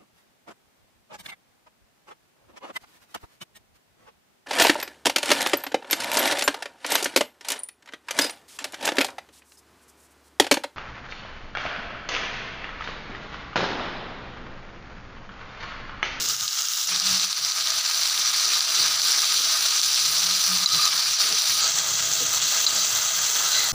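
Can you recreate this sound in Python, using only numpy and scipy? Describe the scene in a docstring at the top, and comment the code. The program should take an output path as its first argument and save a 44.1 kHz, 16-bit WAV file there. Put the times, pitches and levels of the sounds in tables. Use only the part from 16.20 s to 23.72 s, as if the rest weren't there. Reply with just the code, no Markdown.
"""Soaked chickpeas sizzle in hot oil in a steel pan. From the start, steam bubbles burst densely, the
burner rumbles and oil spits. Near 0.7 s the close microphone moves, which changes the sizzle's colour,
and a low hum first swells. From 2.5 s a stirring spoon scrapes now and then, and from 3.2 s the pan
knocks on its stand. The spoon clinks on the steel at 4.5 s, the microphone moves again at 5.4 s,
and the spoon clinks once more at 6.5 s."""
import sys
import numpy as np
from scipy import signal
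from scipy.fft import rfft, irfft, next_fast_len
from scipy.io import wavfile
from scipy.ndimage import uniform_filter1d, minimum_filter1d, map_coordinates

SR = 44100
rng = np.random.default_rng(int(sys.argv[2]) if len(sys.argv) > 2 else 0)


def transcribe(u):
    """Save the signal u as a 16-bit wav file named by the first command-line argument.

    u: samples, shape (n,) or (channels, n), limited to [-1, 1]; the rate is SR.
    q: integer samples, one column per channel.
    """
    v = np.clip(np.atleast_2d(u).T, -1, 1)
    q = np.round(v * 32767).astype(np.int16)
    wavfile.write(sys.argv[1], SR, q)


N = 331632

# how loud the sizzle is: t/s, hiss level/dB, drone relative to hiss/dB, fizz relative to hiss/dB
SIZZLE_LEVELS = [(0, -25.5, -13.5, -2.5), (.3, -28.5, -13, -3.5), (.6, -25.5, -14.5, -3),
                 (.67, -26, -16, -2), (.69, -24.5, -10.5, -10), (.95, -22, -13, -10),
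                 (1.2, -25.5, -12.5, -8), (1.5, -23.5, -13, -8), (1.9, -24, -11.5, -8),
                 (2.37, -22, -12.5, -8.5), (2.9, -21.5, -12.5, -7), (3.2, -22, -15, -7),
                 (3.8, -22, -14.5, -6), (4.4, -22.5, -12.5, -7), (5.03, -21, -13.5, -7.5),
                 (5.4, -22.5, -13.5, -5), (5.42, -22.5, -12.5, -8), (5.7, -24, -11.5, -5.5),
                 (6.3, -22.5, -14, -5), (7.1, -23.5, -10.5, -3.5), (7.4, -23, -11, -4),
                 (7.52, -24.5, -7.5, -3)]
# colour (strong and weak pitches) of the hiss at each microphone position: f/Hz, relative level/dB
FIRST_HISS = [(1350, -58), (2300, -17), (2810, -6.5), (3060, -8), (3250, -5.5), (4100, -2), (4390, -5),
              (4960, -0.5), (6330, 0), (7400, -4), (8700, -17), (11300, -48), (19100, -120)]
SECOND_HISS = [(1350, -40), (2300, -8.5), (2500, -11), (3320, -7.5), (4010, -1), (4800, 0), (5330, -3),
               (5830, 1), (6160, -1), (6700, -11.5), (7200, -7), (8090, -17), (8700, -15), (11300, -46),
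               (19100, -120)]
THIRD_HISS = [(1350, -48), (2300, -18), (2720, -10.5), (2990, -12.5), (3320, -5.5), (3650, -10.5),
              (3860, -5), (3990, -8), (4220, -5), (5240, -9.5), (5960, -2.5), (6200, -1), (6700, -6),
              (7320, -4.5), (8700, -20.5), (11300, -50), (19100, -120)]
# colours of the low pan drone and the high fizz, one list per position: f/Hz, relative level/dB
DRONE_COLOURS = [
    [(400, -45), (600, -22), (1050, -13), (1300, -4), (1500, -6), (1900, -10), (2350, -9)],
    [(400, -45), (600, -16), (880, -13), (1250, -3.5), (1600, -5), (1880, -7), (2350, -4)],
    [(400, -20.5), (600, -10), (880, -10), (1350, -3), (1600, -2.5), (1820, -7), (2010, -2.5), (2350, -8)],
]
FIZZ_COLOURS = [
    [(8500, -1), (11100, -4), (12400, -7), (13900, -9)],
    [(8500, -1), (9500, -1.5), (12400, -9), (13900, -15)],
    [(8500, 1), (9300, 1.5), (12500, -4.5), (13900, -4.5)],
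]
# tones of the pan, rung by the frying: f/Hz, width/Hz, boost/dB
PAN_TONES = [(393, 16, 4), (437, 20, 5), (652, 20, 10), (815, 40, 6), (945, 30, 5), (1245, 70, 7),
             (1600, 50, 3)]
# the microphone's opening lifts the highest fizz: f/Hz, boost/dB
PORT_BOOST = [(13900, 0), (14500, 9), (14620, 14), (15500, 15)]
# brief dips (below 0) and surges of sizzle and burner: t/s, change before scaling/dB, width/s
LEVEL_DIPS = [(.065, -2.5, .04), (.105, 3, 0.031), (.18, -6, .06), (.22, 2, .05), (.297, -1.5, .06),
              (.416, 1.5, 0.081), (.47, -3.5, 0.043), (.659, -3.5, 0.034), (.705, 1.5, 0.034),
              (.815, -3.5, 0.068), (.883, 3, 0.061), (1.01, -2, .04), (1.04, 3, 0.028), (1.08, -5.5, 0.045),
              (1.15, -7, 0.036), (1.18, 2.5, .03), (1.21, -4.5, 0.031), (1.255, 1, 0.04),
              (1.327, -6, 0.047), (1.43, -2, .05), (1.477, 1, .04), (1.52, -3, 0.044), (1.625, -7, 0.028),
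              (2.12, -3, 0.027), (2.28, -1, 0.1), (2.37, 3, 0.092), (2.43, -4, 0.11), (2.59, 1.1, 0.073),
              (2.774, -4, 0.079), (2.887, 1.8, 0.035), (3.198, -0.5, 0.046), (3.284, 0.5, .06),
              (3.4, -1.5, 0.04), (3.452, 1, 0.045), (3.745, -1.5, 0.032), (3.775, 0, 0.029),
              (3.885, -0.5, 0.033), (4.25, 1.1, 0.095), (4.49, -6, 0.05), (4.704, -3.5, 0.038),
              (4.834, -4, .07), (4.918, -1.5, 0.042), (4.969, -7.5, 0.039), (5.15, -1.5, .04),
              (5.245, -3, 0.064), (5.32, 1.5, 0.045), (5.525, -2.5, 0.062), (5.586, 3, 0.034),
              (5.622, -4, 0.055), (6.092, -3.5, 0.049), (6.157, 1.5, .04), (6.2, -2.5, 0.044),
              (6.495, -3, 0.045), (6.783, 0, 0.031), (6.93, -3, .05), (6.98, 0.5, 0.056), (7.128, -3, 0.03)]
# how loud the burner is: t/s, rumble level/dB, flame level/dB
BURNER_LEVELS = [(0, -49, -46), (.24, -55, -66), (.31, -69, -66), (.65, -69, -68), (.72, -57.5, -54.5),
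                 (1.1, -61, -61.5), (1.7, -64.5, -60), (2.05, -62.5, -63), (2.45, -69, -56.5),
                 (2.75, -59, -54), (3.5, -65.5, -57.5), (4.05, -56, -56), (4.9, -60, -59.5),
                 (5.25, -62, -57), (5.45, -53.5, -56.5), (5.85, -47, -52.5), (6.1, -48, -52.5),
                 (6.4, -57.5, -56), (6.9, -55, -57), (7.52, -57, -53)]
# colours of the burner's rumble and flame noise: f/Hz, relative level/dB
RUMBLE_COLOUR = [(20, -24), (45, -22), (62, -14), (76, -5), (88, -10), (100, -3), (108, -6), (119, -1),
                 (145, -7), (157, -1), (175, -6), (215, -18), (300, -60)]
FLAME_COLOUR = [(130, -13), (215, -2.5), (409, 1.5), (443, 3), (560, -6), (620, -2), (810, -23),
                (1360, -120)]
# the flame flares (above 0) or falters: t/s, rumble change/dB, flame change/dB
FLAME_FLARES = [(.05, -2, 2), (.77, 5, 2), (.82, -1, -4), (.92, 12, -2), (1.15, -7, -1), (1.5, 6, -1),
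                (1.68, -2, -10), (1.99, 1, 8), (2.07, 5, -3), (2.3, 2, 5), (2.43, -5, -3), (2.61, 13, 5.5),
                (2.79, 1, -6), (2.89, -1, 5), (2.93, -7, -10), (2.97, -3, 3), (3.06, -1, -12), (3.15, 3, 0),
                (3.57, -8, 0), (3.77, -6, -8), (4.19, -6, -2), (4.36, 3, 2), (4.56, 15.5, 5), (4.64, 7, 2),
                (4.75, 9, 3), (4.9, 8, 1), (4.98, -8, -4), (5.05, -1, 13), (5.13, 8, 13), (5.25, -8, -5),
                (5.32, 5, 3), (5.78, -1, -6), (5.96, -8, 1), (6.47, -7, 6), (6.55, 4, 8), (6.74, 6, -1),
                (6.89, -6, -6), (6.99, 2, 3), (7.2, -1, 4), (7.31, -3, -5), (7.41, 3, 3)]
# the loudest oil spits: t/s, level before filtering/dB, rough pitch/Hz
BIG_SPITS = [(.0882, -8.5, 7000), (.0998, -14, 5860), (.1087, -12, 4010), (.135, -14, 5860),
             (.1658, -14, 5770), (.2099, -11, 4170), (.2208, -16, 6370), (.2799, -11, 4440),
             (.3307, -13, 5380), (.4218, -8, 6120), (.4863, -8, 6030), (.5357, -12, 5260),
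             (.6752, -13, 6300), (.747, -11, 4500), (.7619, -8, 4100), (.8, -4.5, 5370), (.9789, -10, 5300),
             (.9979, -9, 4130), (1.0469, -11, 5300), (1.1293, -9, 4260), (1.2492, -9, 5640),
             (1.4093, -12, 4640), (1.4732, -6, 4060), (1.5048, -8, 5600), (1.5351, -12, 4260),
             (1.7473, -17, 4010), (1.8344, -5.5, 4570), (1.8984, -10, 4130), (1.9773, -8, 3570),
             (2.0131, -12, 3900), (2.2565, -8, 4700), (2.4076, -5, 4770), (2.7576, -11, 5000),
             (2.8181, -5, 4960), (2.9201, -5, 5400), (3.0197, -9, 5990), (3.143, -9, 4350),
             (3.1777, -8.5, 4100), (3.565, -9, 5950), (3.616, -2, 5510), (3.6477, -11, 4520),
             (3.7313, -8, 5860), (3.7449, -7, 5400), (4.111, -6, 4070), (4.3247, -10, 5680),
             (4.548, -4.5, 4100), (4.6788, -9, 5600), (4.779, -12, 4780), (4.8259, -11, 4600),
             (5.1262, -9, 5850), (5.2207, -9, 5770), (5.2834, -13, 5560), (5.4785, -10, 6160),
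             (5.5556, -11, 6230), (5.5871, -5.5, 6070), (5.684, -12.5, 6530), (5.9363, -7, 6290),
             (6.0655, -10, 6160), (7.1621, -15, 3570)]
# swells of the hum: start t/s, length/s, f/Hz, top level/dB
HUM_SWELLS = [(0.678, 0.14, 184, -49), (0.803, .24, 188.5, -41.5), (.95, 0.17, 187, -52),
              (1.17, 0.11, 164, -58), (2.56, .16, 159.5, -54), (3.81, 0.23, 159, -54),
              (3.977, .24, 183, -48), (4.27, 0.12, 185, -38.5), (4.386, .085, 184, -46),
              (6.5, 0.17, 190, -51.5)]
# spoon strokes: start t/s, length/s, rasp f/Hz, rasp level/dB, bowl tone f/Hz, bowl tone level/dB
SPOON_STROKES = [(2.526, 0.11, 4200, -32, 1290, -45), (2.86, 0.064, 4600, -31, 1510, -38),
                 (4.499, 0.074, 4180, -24, 1270, -38), (4.564, .13, 4380, -23, 1223, -29),
                 (5.402, 0.071, 4560, -23.5, 1300, -35.5), (6.522, 0.15, 4400, -28.5, 1320, -43),
                 (7.234, 0.09, 4060, -29.5, 1304, -36), (7.302, 0.077, 4330, -38, 1560, -35),
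                 (7.316, 0.17, 4200, -25.5, 2010, -38)]
# ringing tones of the spoon, and of the pan on its stand: f/Hz, relative level/dB, time to fade 60 dB/s
SPOON_TONES = [(1217, -20.5, 0.056), (2110, -26, 0.045), (3910, -11, 0.066), (4070, 5, 0.022),
               (4700, -8, .03), (4830, -5, 0.027), (6730, -10, 0.029), (7150, -12, 0.026)]
STAND_TONES = [(110, -19, 0.14), (285, -3, 0.22), (450, -3, 0.19), (496, 3, 0.11)]
# hits of pan on stand, and of spoon on pan with its bounces: t/s, level added to each tone/dB
PAN_HITS = [(3.19, -42.5), (4.535, -42), (5.03, -57), (5.8, -46), (6.005, -31), (6.56, -44), (7.18, -46)]
SPOON_HITS = [(4.4597, -1), (4.4665, -23), (6.4652, -3.5), (6.4682, -9), (6.472, -6.5)]

MOVES_S = (0.68, 5.41)  # when the microphone moves
TIME = np.arange(N) / SR


def amp(db):
    """Turn decibels into a gain to multiply by."""
    return 10 ** (np.asarray(db) / 20)


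def unit(x):
    """Scale a signal to an average power of 1."""
    return x / np.sqrt(np.mean(x ** 2) + 1e-20)


def along(points, hz):
    """Read between (f/Hz, value) points on a log frequency axis."""
    f, value = np.transpose(points)
    return np.interp(np.log(hz + 1), np.log(f + 1), value)


def curves(rows):
    """One value per sample for each column after the time."""
    times, *columns = np.transpose(rows)
    return [np.interp(TIME, times, column) for column in columns]


def wobble(rate):
    """A smooth curve through `rate` random points a second."""
    return map_coordinates(rng.standard_normal(int(N * rate / SR) + 4), [TIME * rate])


def filtered(x, response):
    """Multiply each frequency in x by the gain response(f)."""
    size = next_fast_len(N + SR // 2)
    return irfft(rfft(x, size) * response(np.fft.rfftfreq(size, 1 / SR)), size)[..., :N]


def bumps(times, heights, width_s):
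    """Smooth bumps on a flat line; widths are at half height."""
    t = np.arange(0, N + 64, 64) / SR
    hills = np.exp(-4 * np.log(2) * ((t[:, None] - times) / width_s) ** 2)
    return np.interp(TIME, t, hills @ heights)


def patchy(depth_db):
    """White noise with random louder and softer patches in time and pitch."""
    spectrum = signal.stft(rng.standard_normal(N), nperseg=256)[2]
    patches = unit(uniform_filter1d(rng.standard_normal(spectrum.shape), size=8, axis=0))
    patches = unit(uniform_filter1d(patches, size=8, axis=1))
    return unit(signal.istft(spectrum * amp(depth_db * patches), nperseg=256)[1][:N])


def bursts(rate, spread_db):
    """Random clicks of uneven size, about `rate` a second, each a very quick rising sweep."""
    hits = rng.random(N) < rate / SR
    sizes = amp(spread_db * np.minimum(rng.exponential(size=N), 3))
    sweep = lambda f: np.exp(-1j * np.pi * f * f * 2.5e-7)  # higher pitches come later
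    return unit(filtered(hits * rng.choice([-1, 1], N) * sizes, sweep))


def boiling(click_db, clump_db):
    """Hiss with bursting bubbles on top, coming in clumps."""
    bubbles = patchy(depth_db=1.5) + amp(click_db) * bursts(rate=700, spread_db=5)
    clumps = 0.39 * wobble(35) + wobble(80) + 1.4 * wobble(160)
    return bubbles * amp(clump_db * clumps)


def sizzle():
    """Steam bubbles make a low pan drone, a hiss and a high fizz, coloured by the microphone's place."""
    level_db, drone_db, fizz_db = curves(SIZZLE_LEVELS)
    dip_db = bumps(*np.transpose(LEVEL_DIPS))
    levels = [level_db + drone_db + 0.89 * dip_db + 1.07 * wobble(14),
              level_db + 0.83 * dip_db,
              level_db + fizz_db + 0.89 * dip_db + 0.67 * wobble(14)]
    boil = boiling(click_db=-5.5, clump_db=0.54)
    spray = boiling(click_db=1.0, clump_db=0.74) + 0.99 * boil
    ring = lambda f: 1 + sum((amp(db) - 1) / (1 + (2 * (f - hz) / width) ** 2)
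                             for hz, width, db in PAN_TONES)
    drone_hz, hiss_hz, fizz_hz = 360, 2350, 8600  # where each band starts
    colours = zip(DRONE_COLOURS, (FIRST_HISS, SECOND_HISS, THIRD_HISS), FIZZ_COLOURS)
    out = np.zeros(N)
    for position, (low, middle, top) in enumerate(colours):
        here = np.searchsorted(MOVES_S, TIME) == position
        drone = filtered(boil, lambda f: amp(along(low, f)) * ring(f) * (f > drone_hz) * (f < hiss_hz))
        hiss = filtered(boil, lambda f: amp(along(middle, f)) * (f >= hiss_hz) * (f < fizz_hz))
        fizz = filtered(spray, lambda f: amp(along(top, f) + along(PORT_BOOST, f)) * (f >= fizz_hz))
        for band, db in zip((drone, hiss, fizz), levels):
            out[here] += amp(db[here]) * unit(band[here])
    return out


def burner():
    """The swirling flame makes a low rumble and a higher rush; both gust and flare."""
    times, *flares = np.transpose(FLAME_FLARES)
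    dip_db = bumps(*np.transpose(LEVEL_DIPS))
    gusts_db, dip_shares = (0.6, 1.5), (0.78, 0.9)  # each pair: rumble, flame
    bands = zip(curves(BURNER_LEVELS), flares, gusts_db, dip_shares, (RUMBLE_COLOUR, FLAME_COLOUR))
    out = np.zeros(N)
    for level_db, flare_db, gust_db, share, colour in bands:
        noise = unit(filtered(rng.standard_normal(N), lambda f: amp(along(colour, f))))
        change_db = bumps(times, flare_db, width_s=0.054) + share * dip_db + gust_db * wobble(15)
        out += amp(level_db + change_db) * noise
    return out


def oil_spits(small_count=40, small_db=-15, small_hz=5200, rise_s=0.000097, fade_s=0.0035):
    """Each droplet bursts as a short rising chirp with a crack; smaller ones come at random."""
    out, t = np.zeros(N + SR), np.arange(300) / SR
    when, size, pitch = rng.random((3, small_count))
    small_spits = np.c_[.01 + when * N / SR, small_db + 6 * (size - .5), small_hz * 1.6 ** (pitch - .5)]
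    shape = amp(-60 * t / fade_s) * (1 - np.exp(-t / rise_s))
    shape /= shape.max()
    for start, db, hz in [*BIG_SPITS, *small_spits]:
        chirp = np.sin(2 * np.pi * hz * t * (0.913 + 80 * t))
        crack = 0.32 * rng.standard_normal(len(t))
        out[round((start - .0004) * SR):][:len(t)] += amp(db) * shape * (chirp + crack)
    # tiny drops make no bass; the very top is softened too
    return filtered(out[:N], lambda f: 1 / (1 + (2600 / (f + 1)) ** 6) / (1 + (f / 11000) ** 4))


def hum(waver=0.0047):
    """A pure low tone swells and dies away several times, its pitch wavering slightly."""
    out = np.zeros(N)
    wavering_time = np.cumsum(1 + waver * wobble(15)) / SR
    for start, length, hz, db in HUM_SWELLS:
        swell = np.abs(np.sin(np.pi * np.clip((TIME - start) / length, 0, 1))) ** 0.98
        out += swell * amp(db) * np.sqrt(2) * np.sin(2 * np.pi * hz * wavering_time)
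    return out


def spoon_scrapes():
    """Rubbing makes the spoon rasp and sing a little, and rings one tone of the bowl."""
    peak = lambda f, hz, width: 1 / np.sqrt(1 + (2 * (f - hz) / width) ** 4)
    sings = lambda f: 1 + 1.5 * sum(peak(f, hz, 1.7 / fade_s) for hz, _, fade_s in SPOON_TONES)
    grit = bursts(rate=4000, spread_db=-1.5)
    out = np.zeros(N)
    for start, length, rasp_hz, rasp_db, tone_hz, tone_db in SPOON_STROKES:
        stroke = np.sqrt(np.sin(np.pi * np.clip((TIME - start) / length, 0, 1)))
        rasp = unit(filtered(grit, lambda f: peak(f, rasp_hz, width=880) * sings(f)))
        tone = unit(filtered(grit, lambda f: peak(f, tone_hz, width=96)))
        out += stroke * (amp(rasp_db) * rasp + amp(tone_db) * tone)
    return out


def struck(hits, tones):
    """Each hit rings the same fading tones, at slightly different strengths."""
    out, t = np.zeros(N + SR), np.arange(SR // 4) / SR
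    rise = 1 - np.exp(-t * tones[0][0])  # builds over about one cycle of the lowest tone
    for start, db in hits:
        ring = sum(amp(level + rng.normal(0, 0.72) - 60 * t / fade_s) * np.sin(2 * np.pi * hz * t)
                   for hz, level, fade_s in tones)
        out[round(start * SR):][:len(t)] += amp(db) * ring * rise
    return out[:N]


def pan_knocks():
    """The pan bumps its stand with a dull, low ring."""
    return struck(PAN_HITS, STAND_TONES)


def spoon_clinks():
    """The spoon strikes the steel and bounces, ringing brightly."""
    return struck(SPOON_HITS, SPOON_TONES)


def scene():
    """Add up all the sounds, the same on the left and right."""
    mono = sizzle() + burner() + oil_spits() + hum() + spoon_scrapes() + pan_knocks() + spoon_clinks()
    return np.array([mono, mono])


def record(dry, ceiling=0.57, top_hz=15490):
    """A limiter turns the sound down just before loud hits; nothing above top_hz gets through."""
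    needed_gain = np.minimum(1, ceiling / (np.abs(dry[0]) + 1e-9))
    smooth_gain = uniform_filter1d(minimum_filter1d(needed_gain, size=1000), size=300)
    return filtered(dry * smooth_gain, lambda f: f < top_hz)


dry = scene()
out = record(dry)
transcribe(out)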